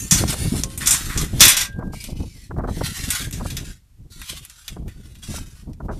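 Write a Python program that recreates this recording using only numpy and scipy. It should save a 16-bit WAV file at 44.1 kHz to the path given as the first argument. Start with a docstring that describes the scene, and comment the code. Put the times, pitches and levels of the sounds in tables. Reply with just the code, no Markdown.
"""At an outdoor oven, thin metal sheets are laid over the mouth and pushed into place.
They clink and crash down once: each impact excites dense bending modes, which decay exponentially.
Sliding over each other they scrape, as stick-slip friction drives the same kind of modes.
Turbulent wind rumbles, buffets and thumps on the microphone, which overloads on the crash."""
import sys
import numpy as np
from scipy import signal
from scipy.fft import rfft, irfft, next_fast_len
from scipy.io import wavfile
from scipy.ndimage import uniform_filter1d, map_coordinates

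SR = 44100
rng = np.random.default_rng(int(sys.argv[2]) if len(sys.argv) > 2 else 0)


def master_out(mix):
    """Clip the mix to full scale and print it as 16-bit PCM to the path in sys.argv[1]."""
    frames = np.transpose(np.atleast_2d(mix))
    ceiling = np.clip(frames, -1, 1)
    pcm = np.round(ceiling * 32767).astype(np.int16)
    wavfile.write(sys.argv[1], SR, pcm)


N = 264254
TIME = np.arange(N) / SR
LANDING_S = 1.4  # the loose sheet drops onto the stack

# contacts of the sheets: start_s, level_db, centre_hz, t60_s
CONTACTS = [(0.1101, -9.5, 6530, 0.29), (0.278, -26.5, 5100, 0.25), (0.636, -15, 6600, 0.017),
            (0.776, -26.5, 9200, 0.15), (0.81, -33.5, 1630, 0.77), (0.859, -21, 6100, 0.31),
            (0.871, -9.5, 7250, 0.15), (0.908, -10, 7560, 0.21), (1.096, -32, 1570, 0.5),
            (1.175, -18.5, 6080, 0.12), (1.396, -22, 5200, 0.22), (1.406, -0.5, 5300, 0.39),
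            (1.452, -0.5, 10000, 0.047), (1.481, -6.5, 9100, 0.18), (1.5677, -14.5, 5860, 0.27),
            (1.61, -17.5, 6300, 0.15), (1.725, -53, 3140, 0.12), (2.04, -28, 8120, 0.046),
            (3.104, -16.5, 7670, 0.15), (3.3108, -26, 11200, 0.012), (3.326, -32, 6460, 0.29),
            (3.5026, -30, 5000, 0.13), (3.568, -25.5, 5160, 0.13), (4.216, -29.5, 1500, 0.035),
            (4.4506, -30, 10000, 0.022), (4.4978, -36.5, 6670, 0.041), (4.6803, -25, 4850, 0.039),
            (4.88, -44.5, 1670, 0.14), (5.153, -43.5, 4030, 0.062), (5.733, -46.5, 6100, 0.024)]
# strongest modes of the top sheet: pitch_hz, level_db
STRONG_MODES = [(2606, -8.5), (3473, -4.5), (3915, 2.5), (4353, -3)]
# spectral envelope of an impact: frequency_hz, level_db
IMPACT_SPECTRUM = [(250, -35), (600, -19.5), (1200, -11), (2200, -1.5), (3500, -1), (4500, -7.5),
                   (9500, -4.5), (14000, -5)]

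def clinks(spacing_hz=14, chatter_per_s=600, chatter_db=-3, flat_s=1.662, settle_s=0.033):
    """Impact excitation: an edge strikes, then chatters on the other sheet while the modes decay."""
    out, hz, t = np.zeros(N), bins(SR), TIME[:SR]
    modes = plate_modes(spacing_hz)
    for start, db, centre_hz, t60 in CONTACTS:
        held = start < LANDING_S
        focus_db = 17 if held else 9  # a free sheet touches at one corner and rings more narrowly
        focus = lambda f: gain_of(focus_db * (bell(f + 1, centre_hz, octaves=.5) - 2.5))
        struck = modes * read(IMPACT_SPECTRUM, hz) * focus(hz)
        if held:  # in the air, its low modes ring too
            struck *= gain_of(7 * bell(hz + 1, 800, octaves=.5))
        fade = decay(t, t60)
        body = plate_ring(struck, t60)
        for mode_hz, mode_db in STRONG_MODES:
            tone = np.sin(2 * np.pi * (mode_hz * t + rng.random()))
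            body += gain_of(mode_db - 16) * focus(mode_hz) * fade * tone
        taps = rng.standard_normal(SR) * (rng.random(SR) < chatter_per_s / SR) * fade
        taps[0] = 1
        chatter = signal.fftconvolve(taps, plate_ring(struck, t60=0.074))[:SR]
        clink = body + gain_of(chatter_db) * np.std(body) * unit_rms(chatter)
        if start < flat_s:  # the dropped sheet comes to lie flat, which chokes its ring
            clink *= np.exp(-np.maximum(start + t - flat_s, 0) / settle_s)
        add(out, start, gain_of(db) * clink)
    return out

def plate_modes(spacing_hz):
    """Constant modal density: a thin plate's modes fall at random, as amplitudes on a 1 Hz grid."""
    size = SR // 2 + 1
    return (rng.random(size) < 1 / spacing_hz) * rng.rayleigh(1, size)

def plate_ring(modes, t60, treble_damping=0.37, ripple_db=0.0):
    """Modal superposition: a 1 s impulse response; t60 holds at 4 kHz, treble_damping tilts it."""
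    ripple = unit_rms(uniform_filter1d(rng.standard_normal(len(modes)), size=200))
    weights = modes * gain_of(ripple_db * ripple)  # neighbouring modes swell together
    spectrum = weights * np.exp(2j * np.pi * rng.random(len(modes)))
    spectrum /= np.std(irfft(spectrum, SR))
    octave = np.log2(np.clip(bins(SR), 500, 16000) / 500)
    out = np.zeros(SR)
    for k in range(6):
        band = irfft(spectrum * np.maximum(1 - abs(octave - k), 0), SR)
        out += band * decay(TIME[:SR], t60 / 2 ** (treble_damping * (k - 3)))
    return out

# tones of a sheet left free: start_s, pitch_hz, level_db, t60_s
LONG_TONES = [(0.638, 1071, -43, 0.5), (0.636, 538, -43, 0.55), (1.406, 1599, -27.5, 1.35),
              (1.406, 570, -35, .8), (5.228, 3340, -37, 0.15)]

def singing(hand_s=.54):
    """Free vibration: lightly damped modes outlast the blow, until a hand comes down on the sheet."""
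    out, t = np.zeros(N), TIME[:SR]
    muting = rolloff(t, hand_s, order=12)
    for start, hz, db, t60 in LONG_TONES:
        add(out, start, gain_of(db) * decay(t, t60) * muting * np.sin(2 * np.pi * hz * t))
    return out

# spectral envelope of sliding: frequency_hz, level_db
SCRAPE_SPECTRUM = [(250, -40.5), (600, -19), (1400, -3), (2300, -4), (3600, -2.5), (10300, -5.5),
                   (14000, -13)]

def scraping(level_db=-0.5, catches_per_s=2200, grit_db=-7):
    """Stick-slip friction: tiny catches of the edge sound as dry grit and as the ring of the stack."""
    catches = rng.choice([-1, 1], N) * (rng.random(N) < catches_per_s / SR)
    catches = catches * gain_of(4.5 * np.minimum(rng.exponential(1, N), 3.5))
    flicker_db = np.where(TIME < LANDING_S, 1, 2.3) * flutter(N, rate_hz=50)
    catches *= gain_of(flicker_db)
    grit = unit_rms(shaped(catches, lambda hz: read(SCRAPE_SPECTRUM, hz)))
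    rub = unit_rms(unit_rms(stack_ring(catches)) + gain_of(grit_db) * grit)
    return gain_of(level_db) * friction() * free_span(rub)

def stack_ring(catches, flex=.012):
    """Forced vibration: new modes take over as the overlap shifts, and flexing bends their pitch."""
    hop, out = SR // 7, np.zeros(N)
    for start in range(-hop, N, hop):
        first = max(start, 0)
        stretch = catches[first:start + 2 * hop]
        window = np.sin(np.pi * (np.arange(len(stretch)) + first - start) / (2 * hop))
        modes = plate_modes(spacing_hz=26) * read(SCRAPE_SPECTRUM, bins(SR))
        plate = plate_ring(modes, t60=.12, treble_damping=0, ripple_db=2.1)
        add(out, first / SR, signal.fftconvolve(stretch * window, unit_rms(plate[:hop])))
    sway = np.sin(2 * np.pi * (2 * TIME + rng.random()))
    sway += np.sin(2 * np.pi * (np.pi * TIME + rng.random())) / 2
    warped_index = np.arange(N) + flex * SR / (4 * np.pi) * sway
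    return map_coordinates(out, [warped_index], order=3)

# pushes of sheet over sheet: start_s, length_s, level_db, lean_db (change from start to end)
HAND_PUSHES = [(-0.02, 0.2, -36, -16), (0.358, 0.21, -31.5, -1.5), (0.642, 0.1, -44.5, 8.5),
               (0.794, 0.4, -33, -5), (1.257, 0.13, -45, 19), (1.917, 0.15, -41.5, 12),
               (2.154, 0.31, -50, -2.5), (2.67, 0.55, -36, 18.5), (3.326, 0.38, -44.5, 3),
               (4.099, 0.28, -42.5, 7), (4.411, 0.32, -48, 1.5), (4.868, 0.48, -57, 3.5),
               (5.216, .17, -40, 0), (5.423, 0.2, -52.5, -7), (5.908, 0.1, -53.5, 1.5)]
# the edge digs in and scratches: peak_s, level_db
EDGE_SNAGS = [(0.19, -19.5), (0.307, -21.5), (0.582, -27), (0.947, -21.5), (1.216, -24), (2.866, -24.5),
              (2.971, -27), (3.16, -24), (3.475, -36), (4.3, -32), (5.061, -49), (5.357, -32)]

def friction(snag_rise_s=0.021, snag_fall_s=0.032):
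    """Friction follows load: the hand leans in or eases off in each push, and snags flare briefly."""
    power = np.zeros(N)
    for start, length, db, lean_db in HAND_PUSHES:
        progress = np.clip((TIME - start) / length, 0, 1)
        push = envelope(start, length, attack_s=0.016, release_s=0.036)
        power += (gain_of(db + lean_db * (progress - .5)) * push) ** 2
    for peak_s, db in EDGE_SNAGS:
        away = np.maximum((peak_s - TIME) / snag_rise_s, (TIME - peak_s) / snag_fall_s)
        power += (gain_of(db) * np.exp(-np.minimum(away, 20))) ** 2
    return np.sqrt(power)

# resonance of the free span beside the sliding edge: time_s, pitch_hz, freedom (0-1)
SPAN_RESONANCE = [(0, 6400, 0.71), (.22, 8550, 0.21), (.45, 9700, 0.34), (.7, 9150, 0.25), (1.7, 2060, 0),
                  (1.951, 2244, 0.74), (2.26, 2580, 0.47), (2.379, 2000, 0.65), (2.55, 1850, 0.93),
                  (2.8, 1996, 0.25), (3.15, 1670, 0.37), (3.75, 1565, 0.3), (4.1, 4250, 0.6),
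                  (4.19, 3850, 0.4), (4.32, 3300, 0.2), (5.25, 3380, 0)]

def free_span(rub, peak_db=16, cut_db=-20, width_octaves=.06, overtone_ratio=2.15):
    """Resonance: two modes glide as the span changes length; it radiates little below the lower one."""
    hz, t, spectra = signal.stft(rub, SR, nperseg=1024)
    hz = hz[:, None] + 1
    times, *columns = np.transpose(SPAN_RESONANCE)
    span_hz, freedom = (np.interp(t, times, column) for column in columns)
    overtone = .4 * bell(hz, overtone_ratio * span_hz, width_octaves) * rolloff(hz, 6000, order=4)
    peaks = bell(hz, span_hz, width_octaves) + overtone
    lows = rolloff(hz, .8 * span_hz, order=20)
    gain = gain_of(peak_db * freedom * peaks + cut_db * freedom ** 2 * lows)
    colour = read(SCRAPE_SPECTRUM, hz)
    gain /= np.linalg.norm(gain * colour, axis=0) / np.linalg.norm(colour)  # power stays constant
    return signal.istft(spectra * gain, SR)[1][:N]

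# spectral envelope of turbulence: frequency_hz, level_db
WIND_SPECTRUM = [(12, -36), (25, 6), (60, 3.5), (150, -2), (290, -11), (500, -25.5), (900, -33.5),
                 (1800, -58.5)]

def wind(level_db=-1, deep_exponent=0.87, flap_exponent=1.33, flap_db=5, split_hz=170):
    """Turbulence at the microphone: a rumble whose upper part flaps and grows faster with each gust."""
    strength_db = wind_strength_db()
    mean_db = strength_db.mean()
    rise = gain_of(strength_db - mean_db)
    rumble = unit_rms(shaped(rng.standard_normal(N), lambda hz: read(WIND_SPECTRUM, hz)))
    deep = shaped(rumble, lambda hz: rolloff(hz, split_hz, order=2) ** 2)
    eddies = np.clip(flutter(N, rate_hz=21), -2, 2)
    flaps = (rumble - deep) * unit_rms(gain_of(flap_db * eddies))
    deep *= unit_rms(gain_of(flap_db / 2 * eddies))
    return gain_of(mean_db + level_db) * (deep * rise ** deep_exponent + flaps * rise ** flap_exponent)

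# breeze between gusts: time_s, strength_db
LIGHT_BREEZE = [(0, -33.5), (1.2, -30.5), (1.7, -35.5), (2.35, -41), (3.3, -39), (3.9, -53.5),
                (4.55, -58.5), (5.0, -39.5), (5.99, -43.5)]
# gusts: start_s, length_s, strength_db
WIND_GUSTS = [(0.141, .15, -19.5), (0.379, 0.24, -23), (0.595, 0.059, -33), (1.155, 0.09, -23),
              (1.327, .12, -18.5), (1.757, .18, -26), (2.071, 0.18, -25.5), (2.492, .39, -25),
              (2.99, 0.11, -27.5), (3.196, .39, -28), (3.604, 0.11, -31), (3.971, .12, -41),
              (4.158, 0.054, -35.5), (4.297, 0.12, -40), (4.702, .18, -32), (5.278, 0.13, -30.5),
              (5.668, 0.032, -30.5), (5.798, .2, -27)]

def wind_strength_db():
    """Incoherent addition: the gusts and the breeze sum in power."""
    power = gain_of(np.interp(TIME, *np.transpose(LIGHT_BREEZE))) ** 2
    for start, length, db in WIND_GUSTS:
        power += (gain_of(db) * envelope(start, length, attack_s=0.0053, release_s=.03)) ** 2
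    return 10 * np.log10(power)

# eddies that hit the microphone port: time_s, level_db, length_s
EDDIES = [(0.239, -10.5, 0.0031), (0.321, -28, 0.037), (0.519, -34.5, 0.044), (1.787, -32, 0.042),
          (1.825, -29.5, 0.0092), (1.934, -31.5, 0.013), (2.085, -36, 0.025), (2.23, -35, 0.018),
          (2.509, -27, 0.01), (2.564, -32, 0.014), (2.58, -25, 0.033), (2.636, -22.5, 0.022),
          (2.675, -24, 0.022), (2.811, -17, 0.0093), (3.394, -30.5, 0.03), (3.453, -25.5, 0.011),
          (4.327, -38, 0.015), (4.764, -32, 0.013), (4.992, -41.5, 0.019), (5.341, -30, 0.0064),
          (5.382, -32.5, 0.0071), (5.802, -32, 0.014), (5.883, -24.5, 0.034)]

def buffets(level_db=-3, full_speed_db=-31.5):
    """Pressure fluctuation: an eddy tears at the port in a dull, ragged puff."""
    out, size = np.zeros(N), 8192
    for time_s, db, length in EDDIES:
        swell = pulse(TIME[:size], peak_s=length / 2)
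        puff = rng.standard_normal(size) * gain_of(3 * flutter(size, rate_hz=200)) * swell
        speed = min(gain_of(db - full_speed_db), 1)  # weak eddies are slower, so duller
        dulling = lambda hz: rolloff(hz, 400 * speed, order=1) * rolloff(hz, 1500 * speed, order=6)
        puff = shaped(puff, lambda hz: dulling(hz) * (1 - rolloff(hz, 110, order=2)))
        swell_rms = np.sqrt(np.mean(swell ** 2))
        add(out, time_s - .002, gain_of(db + level_db) * swell_rms * unit_rms(puff))
    return out

# jolts of air at the port: start_s, peak_db, pitch_hz
AIR_JOLTS = [(0.12, -7, 165), (0.47, -13, 128), (0.52, -12.5, 210), (0.537, -14, 270), (1.339, -15, 108),
             (2.836, -17.5, 133)]

def thumps(rise_cycles=.9, pitch_jitter=0.061):
    """Pressure transient: a jolt of air gives a few uneven low cycles that swell and die."""
    out, t = np.zeros(N), TIME[:SR // 10]
    for start, db, hz in AIR_JOLTS:
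        cycles = np.cumsum(hz * (1 + pitch_jitter * flutter(len(t), hz))) / SR
        add(out, start, gain_of(db) * pulse(t, rise_cycles / hz) * np.sin(2 * np.pi * cycles))
    return out

# spectral envelope of the background: frequency_hz, level_db
AIR_SPECTRUM = [(500, -14.5), (6000, -16), (14000, -18.5)]

def air(level_db=-67.5):
    """Broadband ambient noise: a faint outdoor hiss."""
    return gain_of(level_db) * unit_rms(shaped(rng.standard_normal(N), lambda hz: read(AIR_SPECTRUM, hz)))

def gain_of(db):
    """Decibels to amplitude."""
    return 10 ** (np.asarray(db) / 20)

def unit_rms(x):
    """Normalisation to rms 1."""
    return x / np.sqrt(np.mean(x ** 2) + 1e-20)

def read(spectrum, hz):
    """Gain of a spectral envelope, interpolated in log frequency."""
    points_hz, db = np.transpose(spectrum)
    return gain_of(np.interp(np.log(hz + 1), np.log(points_hz + 1), db))

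def bins(size):
    """Fourier frequencies for that many samples."""
    return np.fft.rfftfreq(size, 1 / SR)

def shaped(x, gain):
    """Zero-phase filtering by a function of frequency."""
    size = next_fast_len(len(x))
    return irfft(rfft(x, size) * gain(bins(size)), size)[:len(x)]

def rolloff(x, edge, order):
    """Low-pass curve: flat below the edge, a power law above."""
    return 1 / np.sqrt(1 + (x / edge) ** (2 * order))

def bell(hz, centre_hz, octaves):
    """Bell curve in log frequency."""
    return np.exp(-.5 * (np.log2(hz / centre_hz) / octaves) ** 2)

def flutter(size, rate_hz):
    """Low-pass random modulation of rms 1."""
    return unit_rms(shaped(rng.standard_normal(size), lambda hz: rolloff(hz, rate_hz, order=2)))

def decay(t, t60):
    """Exponential decay, 60 dB in t60 seconds."""
    return np.exp(-np.log(1000) * t / t60)

def pulse(t, peak_s):
    """Smooth swell to 1, then decay."""
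    return (t / peak_s * np.exp(1 - t / peak_s)) ** 2

def envelope(start, length, attack_s, release_s):
    """Linear attack, hold, exponential release."""
    attack = np.clip((TIME - start) / attack_s, 0, 1)
    return attack * np.exp(-np.maximum(TIME - start - length, 0) / release_s)

def add(mix, start_s, sound):
    """Superposes a sound on the mix."""
    part = mix[max(round(start_s * SR), 0):][:len(sound)]
    part += sound[:len(part)]

def scene(side_db=-9, side_hz=7500):
    """Mid-side stereo: all is central but a decorrelated treble band of the sheets."""
    metal = clinks() + scraping() + singing()
    scatter = rng.standard_normal(512) * np.hanning(512)
    diffuse = signal.oaconvolve(metal, scatter / np.linalg.norm(scatter))[:N]
    side = shaped(diffuse, lambda hz: bell(hz + 1, side_hz, octaves=0.29))
    return metal + wind() + buffets() + thumps() + air() + gain_of(side_db) * np.array([side, -side])

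def record(dry, edge_hz=14280):
    """Soft saturation: the microphone overloads on the hardest blows; a low-pass limits the band."""
    saturated = dry / (1 + dry ** 4) ** (1 / 4)
    low_pass = signal.firwin(401, edge_hz, window=("kaiser", 8), fs=SR)
    return signal.oaconvolve(saturated, low_pass[None], "same")

dry = scene()
out = record(dry)
master_out(out)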